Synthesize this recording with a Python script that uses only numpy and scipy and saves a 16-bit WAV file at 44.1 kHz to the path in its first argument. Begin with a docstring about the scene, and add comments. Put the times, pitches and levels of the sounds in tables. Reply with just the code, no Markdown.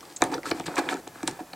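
"""A quiet room, microphone close to a shallow plastic toy sink where wet hands scrub a small plastic cup.
Soft rubbing and nail ticks come first, then a crackle of foam. At 0.22 s the cup knocks hard and the
hollow basin rings. Scrapes, knocks and popping bubbles follow, with low bumps through the table.
After 1 s the rubbing eases; knocks, a sharp tick and low plops come from 1.2 s, a last light knock
at 1.53 s. The room hisses faintly throughout."""
import sys
import numpy as np
from scipy import signal
from scipy.fft import rfft, irfft
from scipy.io import wavfile
from scipy.ndimage import uniform_filter1d

SR = 44100
rng = np.random.default_rng(int(sys.argv[2]) if len(sys.argv) > 2 else 0)


def dump(signal):
    """Clip the signal to [-1, 1] and save it as 16-bit WAV at the path in sys.argv[1]."""
    limited = np.clip(np.atleast_2d(signal).T, -1, 1)
    pcm = np.round(limited * 32767).astype(np.int16)
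    wavfile.write(sys.argv[1], SR, pcm)


N = 68355

# cup striking the basin: start_s, low_modes_db, middle_modes_db, upper_modes_db, contact_s
CUP_KNOCKS = [(0.221, -13, -9, -10, 0.0077), (0.336, -36, -32, -24, 0.0014), (0.378, -34, -34, -50, 0.0014),
              (0.5139, -17, -17.5, -16.5, 0.0026), (0.6, -27, -25, -30, 0.0012),
              (0.68, -28, -23, -26.5, 0.0019), (0.78, -16.5, -25, -18, 0.0056),
              (0.7947, -22, -23, -28, 0.0045), (0.943, -24.5, -29.5, -44, 0.0006),
              (1.071, -33, -31.5, -36, 0.0021), (1.1555, -44, -40, -36, 0.0026),
              (1.2292, -40, -28, -28, 0.00089), (1.2767, -56, -30, -22, 0.0024),
              (1.2789, -24, -21, -37, 0.00086), (1.205, -60, -50, -37, 0.0044),
              (1.533, -41.5, -31, -35.5, 0.0044)]
# resonances of basin and cup: pitch_hz, level_db, t60_s
PLASTIC_MODES = [(205, -15, .05), (245, -9, .05), (320, 0, .038), (392, -3, .034), (460, -6, .035),
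                 (555, -5, .03), (728, 0, .03), (868, -2, .035), (975, -5, .025), (1130, -4, .025),
                 (1250, -4, .026), (1450, -4, .02), (1670, -3, .02), (2130, -9, .02), (2400, -6, .022),
                 (3800, -10, .015)]
# scraping and sloshing: start_s, length_s, low_modes_db, middle_modes_db, upper_modes_db, fizz_db
SCRUB_STROKES = [(0, 0.14, -56, -57.5, -62, -58), (0.204, 0.067, -41.5, -37, -43, -48.5),
                 (0.227, 0.082, -36.5, -41.5, -49.5, -55.5), (0.311, 0.042, -35.5, -43, -40.5, -45.5),
                 (0.343, 0.048, -39, -45.5, -56, -54.5), (0.432, 0.066, -38.5, -48, -46, -52.5),
                 (0.45, 0.046, -59, -60, -55, -41), (0.504, 0.014, -59, -30.5, -35.5, -39.5),
                 (0.541, 0.061, -40.5, -44.5, -48.5, -49.5), (0.603, 0.046, -45, -52, -58, -56),
                 (0.655, 0.014, -46, -49, -43, -36.5), (0.67, 0.27, -42, -41, -47.5, -51.5),
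                 (0.762, 0.037, -42, -41.5, -32, -41), (0.774, 0.02, -35.5, -27, -33, -31.5),
                 (0.794, 0.021, -48, -37, -48, -55), (0.794, 0.17, -41.5, -45.5, -44.5, -57),
                 (0.891, 0.043, -36.5, -36, -36, -39.5), (0.947, 0.0543, -42.5, -51.5, -57, -52.5),
                 (1.015, 0.14, -57, -72, -59.5, -70), (1.14, 0.2, -56, -59.5, -55, -57.5),
                 (1.266, 0.03, -44, -62, -60, -44), (1.265, 0.049, -44.5, -62, -50, -51),
                 (1.317, 0.064, -53, -55, -54, -58), (1.385, 0.022, -54, -40.5, -47.5, -54),
                 (1.409, 0.026, -42, -54, -56.5, -74), (1.461, 0.1, -80, -62, -59, -78)]
# spectrum of wet skin and foam: frequency_hz, level_db
FIZZ_SPECTRUM = [(1650, 4), (2800, -5), (4400, -0.5), (6190, -6), (8090, -1.5), (10000, -13), (13000, -17),
                 (16500, -39)]
# sharp ticks of nail and rim: start_s, peak_db, centre_hz, decay_s
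NAIL_TICKS = [(.007, -36.5, 5530, 0.00091), (.053, -37, 4940, 0.0011), (.102, -36.5, 4200, 0.00025),
              (.112, -40, 4540, 0.00067), (.125, -35, 8500, .0008), (.168, -33, 4620, 0.00035),
              (.2202, -5, 8170, 0.00032), (0.2205, -14, 4030, 0.002), (.2392, -21.5, 5640, 0.00047),
              (.2394, -17, 10400, 0.00029), (.336, -33, 4100, 0.0032), (.341, -21.5, 5830, 0.0032),
              (.380, -37, 4200, 0.00012), (.432, -35, 4940, 0.0004), (.502, -26, 7700, 0.0023),
              (.5128, -16, 5250, 0.0016), (.598, -24.5, 9000, 0.0012), (.599, -26.5, 4420, 0.00046),
              (0.666, -29, 4750, 0.013), (.757, -24, 8050, 0.0029), (.781, -25.5, 3770, 0.0028),
              (.889, -21, 3870, 0.0026), (.9415, -26, 7600, 0.0013), (.969, -37, 7840, 0.0011),
              (1.0765, -24, 8140, 0.00059), (1.231, -27.5, 8200, 0.00071), (1.2758, -13.5, 9200, 0.0035),
              (1.2762, -20.5, 3980, 0.00036), (1.311, -29.5, 8600, 0.0021), (1.5325, -28.5, 4400, 0.0023)]
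# bubbles and plops: start_s, level_db, pitch_hz, t60_s
BUBBLE_POPS = [(0.029, -38, 1135, 0.039), (0.323, -25, 846, 0.1), (0.351, -23, 450, 0.053),
               (.358, -35, 503, 0.0055), (.381, -25, 1350, 0.017), (.389, -25.5, 548, 0.027),
               (.432, -24.5, 2070, 0.0075), (.456, -21.5, 1280, 0.024), (.4645, -20, 1360, 0.011),
               (.610, -26, 3260, 0.0033), (.641, -33.5, 2220, 0.011), (0.717, -28, 1450, 0.012),
               (.741, -24, 1490, 0.0078), (0.8895, -12.5, 1670, 0.01), (0.8895, -13.5, 2080, 0.0073),
               (0.928, -19.5, 1390, 0.0089), (0.971, -29.5, 1476, 0.012), (1.2338, -16, 298, 0.046),
               (1.295, -34, 350, 0.099), (1.324, -27, 345, 0.015), (1.407, -22, 296, 0.03)]
# snaps in one crackle of foam: start_s, peak_db
FOAM_SNAPS = [(.1622, -25), (.1634, -27), (.1660, -28), (.1678, -29), (.1718, -35), (.1752, -39),
              (.180, -44)]
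# level contour of the bumps through the table: time_s, level_db
BUMP_LEVELS = [(0.0, -65), (0.176, -99), (0.224, -35), (0.272, -50), (0.392, -53), (0.414, -61),
               (0.53, -43.5), (0.578, -63), (0.604, -47.5), (0.638, -59), (0.686, -40.5), (0.708, -54.5),
               (1.204, -62.5), (1.23, -51.5), (1.312, -47.5), (1.36, -58.5), (1.506, -70), (1.55, -52.5)]
# filter from the reflections to the stereo side signal: frequency_hz, gain_db
SIDE_SPECTRUM = [(60, -33), (110, -19), (200, -31), (380, -22.5), (700, -15.5), (1290, -15), (2380, -12),
                 (4400, -14.5), (8120, -19), (15000, -52)]
# spectrum of the room tone: frequency_hz, level_db
ROOM_SPECTRUM = [(15, -53), (25, -18), (192, -5.5), (321, -4.5), (470, -8.5), (809, -5.5), (1090, -10.5),
                 (2980, -19.5), (7300, -18.5), (15200, -24), (16500, -26)]

MODE_BAND_EDGES_HZ = (0, 500, 1000, 9000)  # low, middle and upper modes
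KNOCK_DETUNE, SLIP_DETUNE = .015, .07  # scatter, as a fraction of each mode's pitch
STROKE_RISE_S, STROKE_FALL_S = .0067, .0034
SLIPS_PER_S, SLIP_SPREAD_DB = 1500, 2.5
FIZZ_PER_S, FIZZ_SPREAD_DB = 7000, 3.2
TICK_BROAD_DB, TICK_TAIL_DB, TICK_TAIL_S = .5, -65, .0076
POP_ATTACK_CYCLES, POP_RISE_PER_S = .9, 3.63  # rise in multiples of the starting pitch
FOAM_RING_HZ, FOAM_T60_S, SNAP_RISE_S, SNAP_DECAY_S = (6700, 7600), .003, .00036, .0012
ROOM_T60_S, ROOM_MID_DB, ROOM_SIDE_DB = .12, -51, -72
REFLECTION_T60_S, STEREO_DRIFT_HZ = .03, 1.9


def gain_of(db):
    return 10 ** (np.asarray(db) / 20)


def unit_rms(x):
    return x / np.sqrt(np.mean(x ** 2) + 1e-20)


def colour(x, spectrum):
    """Filters by a spectrum of (frequency_hz, gain_db) points."""
    hz, db = np.transpose(spectrum)
    bins_hz = np.fft.rfftfreq(len(x), 1 / SR)
    gain = gain_of(np.interp(np.log(bins_hz + 1), np.log(hz + 1), db))
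    return irfft(rfft(x) * gain, len(x))


def add(mix, start_s, sound):
    part = mix[round(start_s * SR):][:len(sound)]
    part += sound[:len(part)]


def ring(hz, t60_s):
    t = np.arange(5000) / SR
    return gain_of(-60 * t / t60_s) * np.sin(2 * np.pi * hz * t)


def clicks(per_s, spread_db):
    """Impulses of random time, size and sign."""
    size = gain_of(spread_db * np.minimum(rng.exponential(1, N), 3))
    return size * rng.choice([-1., 1.], N) * (rng.random(N) < per_s / SR)


def plastic_body(pitch_ratios):
    """Impulse responses of the low, middle and upper modes; neighbours start in opposite phase."""
    modes = [(hz, (-1) ** k * gain_of(db) * ring(hz * pitch_ratios[k], t60_s))
             for k, (hz, db, t60_s) in enumerate(PLASTIC_MODES)]
    return [sum(mode for hz, mode in modes if low < hz < high)
            for low, high in zip(MODE_BAND_EDGES_HZ, MODE_BAND_EDGES_HZ[1:])]


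def cup_knocks():
    """The cup hits the basin: a rounded first contact and a short chatter set the modes ringing."""
    out, t = np.zeros(N), np.arange(880) / SR
    for start_s, *bands_db, contact_s in CUP_KNOCKS:
        noise = rng.standard_normal(900)
        force = .035 * noise[:len(t)] * np.exp(-t / contact_s)  # chatter
        force[0] = 1  # first contact
        force = uniform_filter1d(np.r_[np.zeros(6), force], size=7)
        body = plastic_body(1 + KNOCK_DETUNE * noise[-len(PLASTIC_MODES):])
        for db, response in zip(bands_db, body):
            knock = signal.fftconvolve(force, response)
            add(out, start_s, gain_of(db) * knock / abs(knock).max())
    return out


def scrubbing():
    """Uneven slips ring the modes during each stroke; fine fizz of wet skin and foam lies on top."""
    t, power = np.arange(N) / SR, np.zeros((4, N))
    for start_s, length_s, *layers_db in SCRUB_STROKES:
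        rise = np.clip((t - start_s) / STROKE_RISE_S, 0, 1)
        fall = np.exp(-np.maximum(t - start_s - length_s, 0) / STROKE_FALL_S)
        power += (gain_of(layers_db)[:, None] * rise * fall) ** 2
    # water and grip shift the modes
    grips = [plastic_body(1 + SLIP_DETUNE * rng.standard_normal(len(PLASTIC_MODES))) for _ in range(6)]
    layers = np.zeros((4, N))  # three bands of modes, then the fizz
    for band, responses in enumerate(zip(*grips)):
        for response in responses:
            slips = uniform_filter1d(clicks(SLIPS_PER_S / len(grips), SLIP_SPREAD_DB), size=7)
            layers[band] += signal.oaconvolve(slips, response)[:N]
    layers[3] = colour(clicks(FIZZ_PER_S, FIZZ_SPREAD_DB), [(1000, -50), *FIZZ_SPECTRUM])
    return sum(unit_rms(layer) * level for layer, level in zip(layers, np.sqrt(power)))


def nail_ticks():
    """Nail and rim tick: a noise burst, partly broad, partly ringing at its centre, with a faint tail."""
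    out, t = np.zeros(N), np.arange(3000) / SR
    highpass = signal.butter(2, 2500, "high", fs=SR)
    for start_s, db, centre_hz, decay_s in NAIL_TICKS:
        tail = gain_of(TICK_TAIL_DB) * np.exp(-t / TICK_TAIL_S)
        burst = rng.standard_normal(len(t)) * (np.exp(-t / decay_s) + tail)
        ringing = unit_rms(signal.fftconvolve(burst, ring(centre_hz, t60_s=.002))[:len(t)])
        broad = gain_of(TICK_BROAD_DB) * unit_rms(signal.lfilter(*highpass, burst))
        lowpass = signal.butter(2, min(1.3 * centre_hz, 10000), fs=SR)
        tick = signal.lfilter(*lowpass, ringing + broad)
        add(out, start_s, gain_of(db) * tick / abs(tick).max())
    return out


def bubbles():
    """Each bubble rings as a dying sine that rises a little in pitch."""
    out, t = np.zeros(N), np.arange(4000) / SR
    for start_s, db, pitch_hz, t60_s in BUBBLE_POPS:
        envelope = np.minimum(t * pitch_hz / POP_ATTACK_CYCLES, 1) * gain_of(db - 60 * t / t60_s)
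        phase = 2 * np.pi * pitch_hz * (t + POP_RISE_PER_S * t ** 2 / 2)
        add(out, start_s, envelope * np.sin(phase))
    return out


def foam_crackle():
    """Foam snaps in quick bursts of noise that ring in two high resonances."""
    out, t = np.zeros(N), np.arange(1000) / SR
    rings = [ring(hz, FOAM_T60_S) for hz in FOAM_RING_HZ]
    response = sum(signal.fftconvolve(x, x)[:len(t)] for x in rings)  # each resonance filters twice
    envelope = np.minimum(t / SNAP_RISE_S, 1) * np.exp(-t / SNAP_DECAY_S)
    for start_s, db in FOAM_SNAPS:
        snap = signal.fftconvolve(rng.standard_normal(len(t)) * envelope, response)
        add(out, start_s, gain_of(db) * snap / abs(snap).max())
    return out


def table_bumps():
    """Low noise swells through the table as the sink is pushed."""
    rumble = colour(rng.standard_normal(N),
                    [(25, -2.5), (60, 2.5), (130, 10.5), (180, 16.5), (260, -57), (600, -78)])
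    level_db = np.interp(np.arange(N) / SR, *np.transpose(BUMP_LEVELS))
    return unit_rms(rumble) * gain_of(level_db)


def room_tail(close):
    """The room answers with a short diffuse tail, duller than the close sound and 3 ms behind it."""
    t = np.arange(SR // 3) / SR
    response = rng.standard_normal(len(t)) * gain_of(-60 * t / ROOM_T60_S) * (t > .003)
    tail = signal.fftconvolve(close, response / np.linalg.norm(response))[:N]
    return colour(tail, [(1500, -8.5), (8000, -16)])


def side_reflections(mid):
    """Short reflections drift slowly between two patterns, keeping the stereo sound wide and balanced."""
    t, side = np.arange(1500) / SR, np.zeros(N)
    drift = 2 * np.pi * STEREO_DRIFT_HZ * np.arange(N) / SR
    for weight in (np.sin(drift), np.cos(drift)):
        pattern = rng.standard_normal(len(t)) * gain_of(-60 * t / REFLECTION_T60_S)
        side += signal.fftconvolve(mid * weight, pattern / np.linalg.norm(pattern))[:N]
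    return colour(side, SIDE_SPECTRUM)


def room_tone(level_db):
    """The steady hiss of the quiet room."""
    return gain_of(level_db) * unit_rms(colour(rng.standard_normal(N), ROOM_SPECTRUM))


def scene():
    """The sink close up and centred, the room behind it; mid and side give left and right."""
    close = cup_knocks() + nail_ticks() + bubbles() + foam_crackle() + scrubbing()
    low_cut = signal.butter(4, 190, "high", fs=SR, output="sos")  # a small basin radiates no bass
    close = signal.sosfilt(low_cut, close)
    mid = close + room_tone(ROOM_MID_DB) + room_tail(close) + table_bumps()
    side = side_reflections(mid) + room_tone(ROOM_SIDE_DB)
    return np.array([mid + side, mid - side])


def record(dry):
    """The microphone chain cuts off steeply near 16 kHz."""
    lowpass = signal.firwin(511, cutoff=15950, window=("kaiser", 9), fs=SR)
    return signal.oaconvolve(dry, lowpass[None], "same")


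dry = scene()
out = record(dry)
dump(out)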